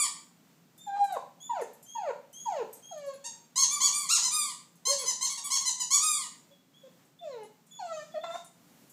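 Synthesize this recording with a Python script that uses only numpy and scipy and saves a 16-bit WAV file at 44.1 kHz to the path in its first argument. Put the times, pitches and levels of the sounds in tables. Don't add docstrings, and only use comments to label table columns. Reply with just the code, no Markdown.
import sys
import numpy as np
from scipy import signal
from scipy.fft import rfft, irfft
from scipy.io import wavfile

SR = 44100
rng = np.random.default_rng(int(sys.argv[2]) if len(sys.argv) > 2 else 0)


def unload_wav(signal):
    wavfile.write(
        sys.argv[1],
        SR,
        np.round(np.clip(np.atleast_2d(signal).T, -1, 1) * 32767).astype(np.int16),
    )


N = 393372
T = np.arange(N) / SR


def undb(db):
    return 10 ** (np.asarray(db) / 20)


def rms(x):
    return np.sqrt(np.mean(x ** 2)) + 1e-12


def colour(hz, points):
    f, db = np.transpose(points)
    return undb(np.interp(np.log(hz + 1), np.log(f), db))


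def noise(points, size):
    spectrum = rfft(rng.standard_normal(size))
    x = irfft(spectrum * colour(np.fft.rfftfreq(size, 1 / SR), points), size)
    return x / rms(x)


def wander(t, rate):
    values = rng.standard_normal(2048)
    return np.interp((t - t[0]) * rate, np.arange(len(values)), values)


def gate(t, start, end, attack, release):
    opened = np.minimum((t - start) / attack, 1 + (end - t) / release)
    return np.sin(np.pi / 2 * np.clip(opened, 0, 1)) ** 2


def note(start, length, attack, release):
    onset = start - attack / 2
    span = (T > onset) & (T < start + length + release)
    t = T[span]
    progress = np.clip((t - start) / length, 0, 1)
    return span, t, gate(t, onset, start + length, attack, release), progress


def phase_of(hz):
    return 2 * np.pi * np.cumsum(hz) / SR


def arc(u, first, middle, last):
    return first * (1 - u) * (1 - 2 * u) + middle * 4 * u * (1 - u) + last * u * (2 * u - 1)


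# [f/Hz, relative level/dB]
HOUSE_COLOUR = [(25, -31), (60, -26.5), (100, -20), (125, -9.5), (240, -1), (300, -7), (400, -12.5),
                (520, -14), (700, -15), (1800, -20.5), (5000, -24.5), (7500, -23.5), (10000, -32),
                (14500, -26)]
# [f/Hz, level/dB]
FAN_HUM = [(120, -81.5), (150, -73.5), (173, -69.5)]


def house(air_db=-63.5, air_waver_db=2.1):
    hum = np.zeros(N)
    for hz, db in FAN_HUM:
        sine_part = wander(T, 24) * np.sin(2 * np.pi * hz * T)
        cosine_part = wander(T, 13) * np.cos(2 * np.pi * hz * T)
        hum += undb(db) * (sine_part + cosine_part)
    return noise(HOUSE_COLOUR, N) * undb(air_db + air_waver_db * wander(T, 6)) + hum


# [start t/s, rise t/s, fall t/s, first f/Hz, top f/Hz, last f/Hz, level/dB before the mix]
TOY_REFILLS = [ (-.060, 0.038, 0.094, 1150, 1233, 907, -26), (3.695, 0.043, 0.056, 1110, 1171, 1044, -34.5),
               (3.920, 0.036, 0.13, 1124, 1180, 975, -34), (4.305, 0.038, 0.19, 1100, 1237, 942, -31),
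               (4.980, 0.016, 0.043, 1070, 1125, 1045, -37.5), (5.145, 0.01, 0.021, 950, 1050, 960, -58),
               (5.295, 0.0083, 0.05, 1100, 1120, 1000, -38.5),
               (5.437, 0.016, 0.029, 1110, 1146, 986, -35.5),
               (5.600, 0.017, 0.012, 1074, 1064, 1060, -39.5), (5.735, .015, 0.02, 940, 950, 930, -56),
               (5.998, 0.045, 0.22, 1129, 1251, 925, -30)]
TOY_PRESSES = [ (3.240, 0.022, 0.015, 848, 942, 872, -41), (3.557, 0.046, 0.049, 959, 1105, 899, -28),
               (3.803, 0.042, 0.042, 978, 1150, 931, -26.5), (4.088, 0.035, 0.066, 990, 1399, 854, -24),
               (4.215, 0.037, 0.034, 970, 1028, 949, -32.5), (4.852, 0.036, 0.053, 995, 1072, 886, -29.5),
               (5.055, 0.029, 0.033, 984, 1029, 908, -32), (5.208, 0.029, 0.039, 973, 1065, 892, -31.5),
               (5.375, 0.0065, 0.012, 920, 945, 840, -37.5), (5.502, 0.039, 0.033, 962, 1119, 909, -28),
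               (5.652, 0.024, 0.023, 986, 1024, 910, -30), (5.797, 0.013, 0.021, 1046, 998, 912, -32),
               (5.904, 0.047, 0.029, 1016, 1161, 994, -25)]
# [f/Hz, level/dB]
INWARD_COLOUR = [(1100, -7), (2400, -9), (3600, -8.5), (4700, -7), (5900, -15), (7100, -0.5), (8400, -1.5),
                 (9500, -2), (10700, -7.5), (11800, -20.5), (13000, -14), (15500, -26.5)]
# [f/Hz, level/dB]
OUTWARD_COLOUR = [(1000, -9.5), (2100, -16), (3200, -11.5), (4300, -5.5), (5300, -8), (6500, 3.5),
                  (7500, -2.5), (8700, -6.5), (10000, -15.5), (11000, -13.5), (11800, -25), (13500, -23),
                  (15500, -25)]


def squeaker(strokes, points, rise_shape, fall_shape, swell_db, bright_db, flutter, hiss_db,
             uneven_db, force_tilt):
    hiss_colour = [(500, -56), (2500, -23.5), (4500, -5.5), (6700, 2.5), (9000, -3.5), (15000, -26)]
    out = np.zeros(N)
    for start, rise, fall, first_hz, top_hz, last_hz, db in strokes:
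        top = start + rise
        span = (T >= start) & (T < top + fall + .01)
        t = T[span]
        rising = t < top
        rise_slack = (abs(top - t) / rise) ** rise_shape
        fall_slack = (abs(t - top) / fall) ** fall_shape
        slack = np.where(rising, rise_slack, fall_slack)
        hz = top_hz - slack * (top_hz - np.where(rising, first_hz, last_hz))
        sag = np.minimum(slack, 1) * np.where(rising, .6, 1)
        unsteady = np.minimum((t - start) / .05, 1)
        phase = phase_of(hz * (1 + flutter * unsteady * wander(t, 700)))
        reed = 0
        for k in range(1, 15):
            force_db = force_tilt * (db + 23) * min(np.log2(k / 5), 0)
            partial_db = uneven_db * wander(t, 43.3) - bright_db * sag * np.log2(k) + force_db
            partial = np.sin(k * phase + rng.uniform(0, 2 * np.pi))
            reed = reed + colour(k * hz, points) * undb(partial_db) * partial
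        hiss = undb(hiss_db) * unsteady * noise(hiss_colour, len(t))
        opening = gate(t, start - .001, top + fall, .005, .01)
        out[span] += opening * undb(db - swell_db * sag) * (reed + hiss)
    return out


# [t/s, level/dB before the gain]
TAG_TOUCHES = [(0.7775, -48.5), (0.861, -58), (1.04, -43), (1.1227, -41.5), (1.407, -60), (1.6125, -44),
               (1.7315, -53), (1.8267, -48), (2.3284, -45), (2.7285, -41.5), (2.9756, -52.5), (3.0614, -52),
               (3.1358, -58), (4.754, -57), (7.049, -61), (7.432, -53), (7.6655, -56), (8.445, -48.5),
               (8.8964, -51)]
# [f/Hz, level/dB, 60 dB decay t/s]
TAG_RING = [(6400, -8, .08), (7150, -4, .08), (8150, -4, .08), (9050, -4, .1), (10100, -2, .12),
            (11200, -9, .07), (12200, 0, .13), (13600, -11, .07), (14900, -7, .07)]


def tags(gain_db, tick_db, tick_s=0.014, touch_s=0.0013):
    tick_colour = [(1000, -36.5), (4000, -6.5), (8000, 14), (15000, -1)]
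    out = np.zeros(N + SR)
    t = T[:SR // 5]
    for s, db in TAG_TOUCHES:
        ring = 0
        for hz, mode_db, t60 in TAG_RING:
            decay_db = mode_db + 5.3 * rng.standard_normal() - 60 * t / t60
            ring = ring + undb(decay_db) * np.sin(2 * np.pi * hz * t)
        tick = noise(tick_colour, len(t)) * np.exp(-t / tick_s)
        hit = (ring / 2 + undb(tick_db) * tick) * (1 - np.exp(-t / touch_s))
        first = int(s * SR)
        out[first:first + len(t)] += undb(db + gain_db) * hit
    return out[:N]


# [start t/s, length t/s, first f/Hz, middle f/Hz, last f/Hz, fundamental level/dB, upper partials level/dB]
WHISTLE_LINES = [ (0.783, 0.1, 3527, 3600, 3473, -56.5, -62), (0.937, 0.22, 3975, 4010, 3620, -56.5, -68.5),
                 (1.403, 0.088, 3250, 3500, 3420, -52.5, -51), (1.863, 0.12, 3120, 3295, 3305, -56, -53),
                 (2.334, 0.14, 3047, 3325, 3193, -53.5, -49), (2.825, 0.11, 3166, 3260, 3250, -57, -54),
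                 (2.963, 0.31, 3180, 3320, 3410, -75, -83), (6.512, 0.036, 3366, 3410, 3310, -61.5, -85),
                 (6.739, 0.098, 3210, 3415, 3290, -60.5, -78), (7.19, 0.031, 3450, 3540, 3570, -52.5, -86),
                 (7.71, 0.058, 3370, 3465, 3320, -54.5, -55.5), (7.79, 0.023, 4520, 4290, 4280, -51.5, -75),
                 (8.12, 0.058, 3440, 3400, 3330, -57, -80), (8.211, 0.056, 3550, 3540, 3580, -48.5, -85),
                 (8.293, 0.1, 3620, 3600, 3795, -52.5, -63)]


def whistle(jitter=0.005, third_db=-15, fourth_db=-17):
    out = np.zeros(N)
    for start, length, first_hz, middle_hz, last_hz, db, upper_level_db in WHISTLE_LINES:
        span, t, opening, u = note(start, length, attack=0.0037, release=0.011)
        hz = arc(u, first_hz, middle_hz, last_hz)
        swell = undb(-arc(u, 5.55, 0, 6.975))
        phase = phase_of(hz * (1 + jitter * wander(t, 221.5)))
        upper = np.sin(2 * phase) + undb(third_db) * np.sin(3 * phase)
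        upper = upper + undb(fourth_db) * np.sin(4 * phase)
        out[span] += opening * swell * (undb(db) * np.sin(phase) + undb(upper_level_db) * upper)
    return out


# [start t/s, length t/s, attack t/s, first f/Hz, middle f/Hz, last f/Hz,
# catch at the onset f/Hz, final drop f/Hz, fundamental level/dB, fade over the note level/dB,
# push t/s, push level/dB, overtones level/dB before a trim, brightness level/dB per octave]
DOG_WHINES = [ (0.872, 0.3, 0.022, 764, 808.2, 723, 78, 223, -33.5, 2, 1.02, 14, -45.5, -5.5),
              (1.497, 0.13, 0.011, 997, 757, 440, 0, 3, -34.5, -2.5, 1.505, 8, -49, -3),
              (1.955, 0.157, 0.015, 943, 738, 452, 1.5, -5.5, -36, 9, 2.09, 12.5, -47, -4.5),
              (2.459, 0.17, 0.012, 965, 661.5, 424.3, 21.5, 5, -34, -6, 2.485, 8.5, -49.5, -1),
              (2.913, 0.24, 0.011, 641, 573, 537, 183, 15.5, -43, 5, 3.09, 11.5, -58, -0.5),
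              (4.873, 0.18, 0.02, 558.6, 559.7, 505, -150, 78, -44, 5, 4.92, 11.5, -56.5, -1.5),
              (6.51, 0.021, 0.012, 558, 553, 567, 6, 7, -63, 1, 6.522, 6, -89, 2),
              (6.836, 0.042, 0.0139, 543, 535, 519, 0, 2, -49.5, 0, 6.855, 1.5, -72.5, 4),
              (7.229, 0.22, 0.061, 708, 494.5, 409.6, -10, -4.5, -41.5, 8, 7.275, 1.5, -60.5, -1.5),
              (7.794, 0.24, 0.016, 755.5, 656.5, 590, 201, 2, -41.5, 11, 7.95, 11, -50.5, -0.5),
              (8.143, 0.041, 0.012, 636, 606, 648, 71, 3.5, -35, -3, 8.17, 3.5, -50, -5.5),
              (8.236, 0.124, 0.005, 693, 664.8, 722.4, 2, 0, -41.5, -6.5, 8.245, 8.5, -43.5, -7)]
# [centre t/s, bell half width t/s, roughness 0-1]
VOICE_CRACKS = [(0.971, 0.015, 0.4), (1.108, 0.013, .3), (1.153, 0.0051, 0.2), (1.181, 0.022, 0.6),
                (1.62, 0.024, 0.34), (2.09, 0.0091, 0.5), (2.567, 0.013, 0.13), (2.634, 0.011, 0.31),
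                (3.14, 0.012, 0.17), (7.42, 0.035, 0), (8.244, 0.0056, 0.7), (8.303, 0.012, 0.4),
                (8.35, 0.012, 0.83)]
# [f/Hz, level/dB]
MUZZLE_COLOUR = [(100, -50), (350, -13.5), (700, 6), (1020, 4.5), (1250, -3), (1550, -2.5), (2050, -6),
                 (2600, -7), (3300, -13), (4300, -7.5), (5500, -17.5), (7400, -9.5), (9000, -28),
                 (14000, -41)]


def voice(jitter=0.0089, crack_jitter=0.056, half_db=2.5, air_db=-25, uneven_db=5, thin_db=7,
          dull_db=3, shimmer_db=7):
    catch_s, drop_s, push_s = .012, .02, .024
    push_overtone_share = 0.31
    breathy_hz = 7200
    out = np.zeros(N)
    for (start, length, attack, first_hz, middle_hz, last_hz, catch_hz, drop_hz, level_db, fade_db,
         push_at, push_db, upper_db, bright_db) in DOG_WHINES:
        span, t, opening, u = note(start, length, attack, release=0.006)
        catch = catch_hz * np.exp(-u * length / catch_s)
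        drop = drop_hz * np.exp((u - 1) * length / drop_s)
        hz = arc(u, first_hz, middle_hz, last_hz) + catch - drop
        push = push_db * np.exp(-((t - push_at) / push_s) ** 2)
        db = level_db - fade_db * (u - .5) + push
        overtone_db = upper_db - 2.5 + push_overtone_share * push - arc(u, 2.5, 0, 1)
        mouth_db = bright_db + 12.5 * np.log2(hz / middle_hz)
        rough = sum(amount * np.exp(-((t - s) / width) ** 2) for s, width, amount in VOICE_CRACKS)
        height = np.maximum(np.log2(hz / 520), 0)
        hz = hz * (1 + jitter * wander(t, 126.3) + crack_jitter * rough * wander(t, 500))
        phase = phase_of(hz)
        overtones = 0
        for k in range(2, 15):
            partial_db = uneven_db * wander(t, 42.2) - height * (thin_db + dull_db * np.log2(k / 2))
            partial_db = partial_db + mouth_db * np.log2(k * hz / 1800)
            smear = (k * hz / breathy_hz) ** 2 * wander(t, 500)
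            partial = np.sin(k * phase + smear)
            overtones = overtones + colour(k * hz, MUZZLE_COLOUR) * undb(partial_db) * partial
        halves = 0
        for k in range(1, 9, 2):
            half_gain = colour(k * hz / 2, MUZZLE_COLOUR) * min(1, (3 / k) ** 2)
            halves = halves + half_gain * np.sin(k * phase / 2)
        air = (undb(-3) * rough + undb(air_db)) * noise(MUZZLE_COLOUR, len(t))
        upper = overtones + undb(half_db) * rough * halves + air
        shimmer = undb(shimmer_db * rough * wander(t, 200))
        out[span] += opening * shimmer * (undb(db) * np.sin(phase) + undb(overtone_db) * upper)
    return out


# [centre t/s, bell half width t/s, centre f/Hz, level/dB before the mix]
DOG_HUFFS = [(1.782, 0.045, 2010, -77), (2.238, .04, 2300, -74), (7.978, 0.14, 6200, -65),
             (8.354, .05, 7050, -58.5), (8.835, 0.27, 12000, -69)]


def huffs():
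    out = np.zeros(N)
    for s, width, hz, db in DOG_HUFFS:
        span = abs(T - s) < 3 * width
        swell = np.exp(-((T[span] - s) / width) ** 2)
        points = [(hz / 20, -40), (hz / 2, -6), (hz, 0), (hz * 2, -14), (hz * 10, -40)]
        out[span] += undb(db) * swell * noise(points, span.sum())
    return out


# [delay t/s, level/dB]
EARLY_ECHOES = [(.0031, -33), (.0083, -10), (.0137, -17.5), (.0212, -13)]
# [f/Hz, 60 dB decay t/s]
ROOM_DECAY = [(300, 0.33), (800, 0.46), (3000, 0.43), (7000, 0.41), (14000, 0.25)]


def room(x, spill, build_s=0.0029):
    t = T[:int(SR * .8)]
    f = np.fft.rfftfreq(len(t), 1 / SR)
    spectrum = rfft(rng.standard_normal(len(t))) * colour(f, spill)
    centres, t60s = np.transpose(ROOM_DECAY)
    response = np.zeros(len(t))
    for row, t60 in zip(np.eye(len(centres)), t60s):
        band = np.interp(np.log(f + 1), np.log(centres), row)
        shape = np.exp(-np.log(1000) * t / t60) * (1 - np.exp(-(t / build_s) ** 2))
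        response += irfft(spectrum * band, len(t)) * shape / np.linalg.norm(shape)
    response[0] += 1
    for delay, db in EARLY_ECHOES:
        response[int(delay * SR)] += undb(db)
    return signal.fftconvolve(x, response)[:N]


# [f/Hz, level/dB]
TOY_REVERB = [(1000, 1), (2500, -2), (4300, 5.5), (6500, 4.5), (8000, 2), (10000, 0.5), (14000, -0.5)]
# [f/Hz, level/dB]
DOG_REVERB = [(500, -6.5), (1000, -4.5), (3000, -1.5), (7000, 4), (12000, -10)]


def scene():
    refills = squeaker(TOY_REFILLS, INWARD_COLOUR, rise_shape=1.8, fall_shape=1.7, swell_db=17.5,
                       bright_db=2, flutter=.003, hiss_db=-32.5, uneven_db=3.5, force_tilt=0.039)
    presses = squeaker(TOY_PRESSES, OUTWARD_COLOUR, rise_shape=1.8, fall_shape=1.9, swell_db=7.5,
                       bright_db=1.57, flutter=.009, hiss_db=-21, uneven_db=2.5, force_tilt=0.08)
    toy = room(undb(-2) * (presses + refills), TOY_REVERB)
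    whines = undb(1) * voice() + undb(1.5) * whistle()
    body = undb(-2.5) * huffs() + tags(gain_db=-7, tick_db=0)
    dog = room(whines + body, DOG_REVERB)
    return (toy + dog + house())[None]


def record(dry):
    return signal.sosfilt(signal.ellip(10, .2, 80, 15450, fs=SR, output="sos"), dry)


dry = scene()
out = record(dry)
unload_wav(out)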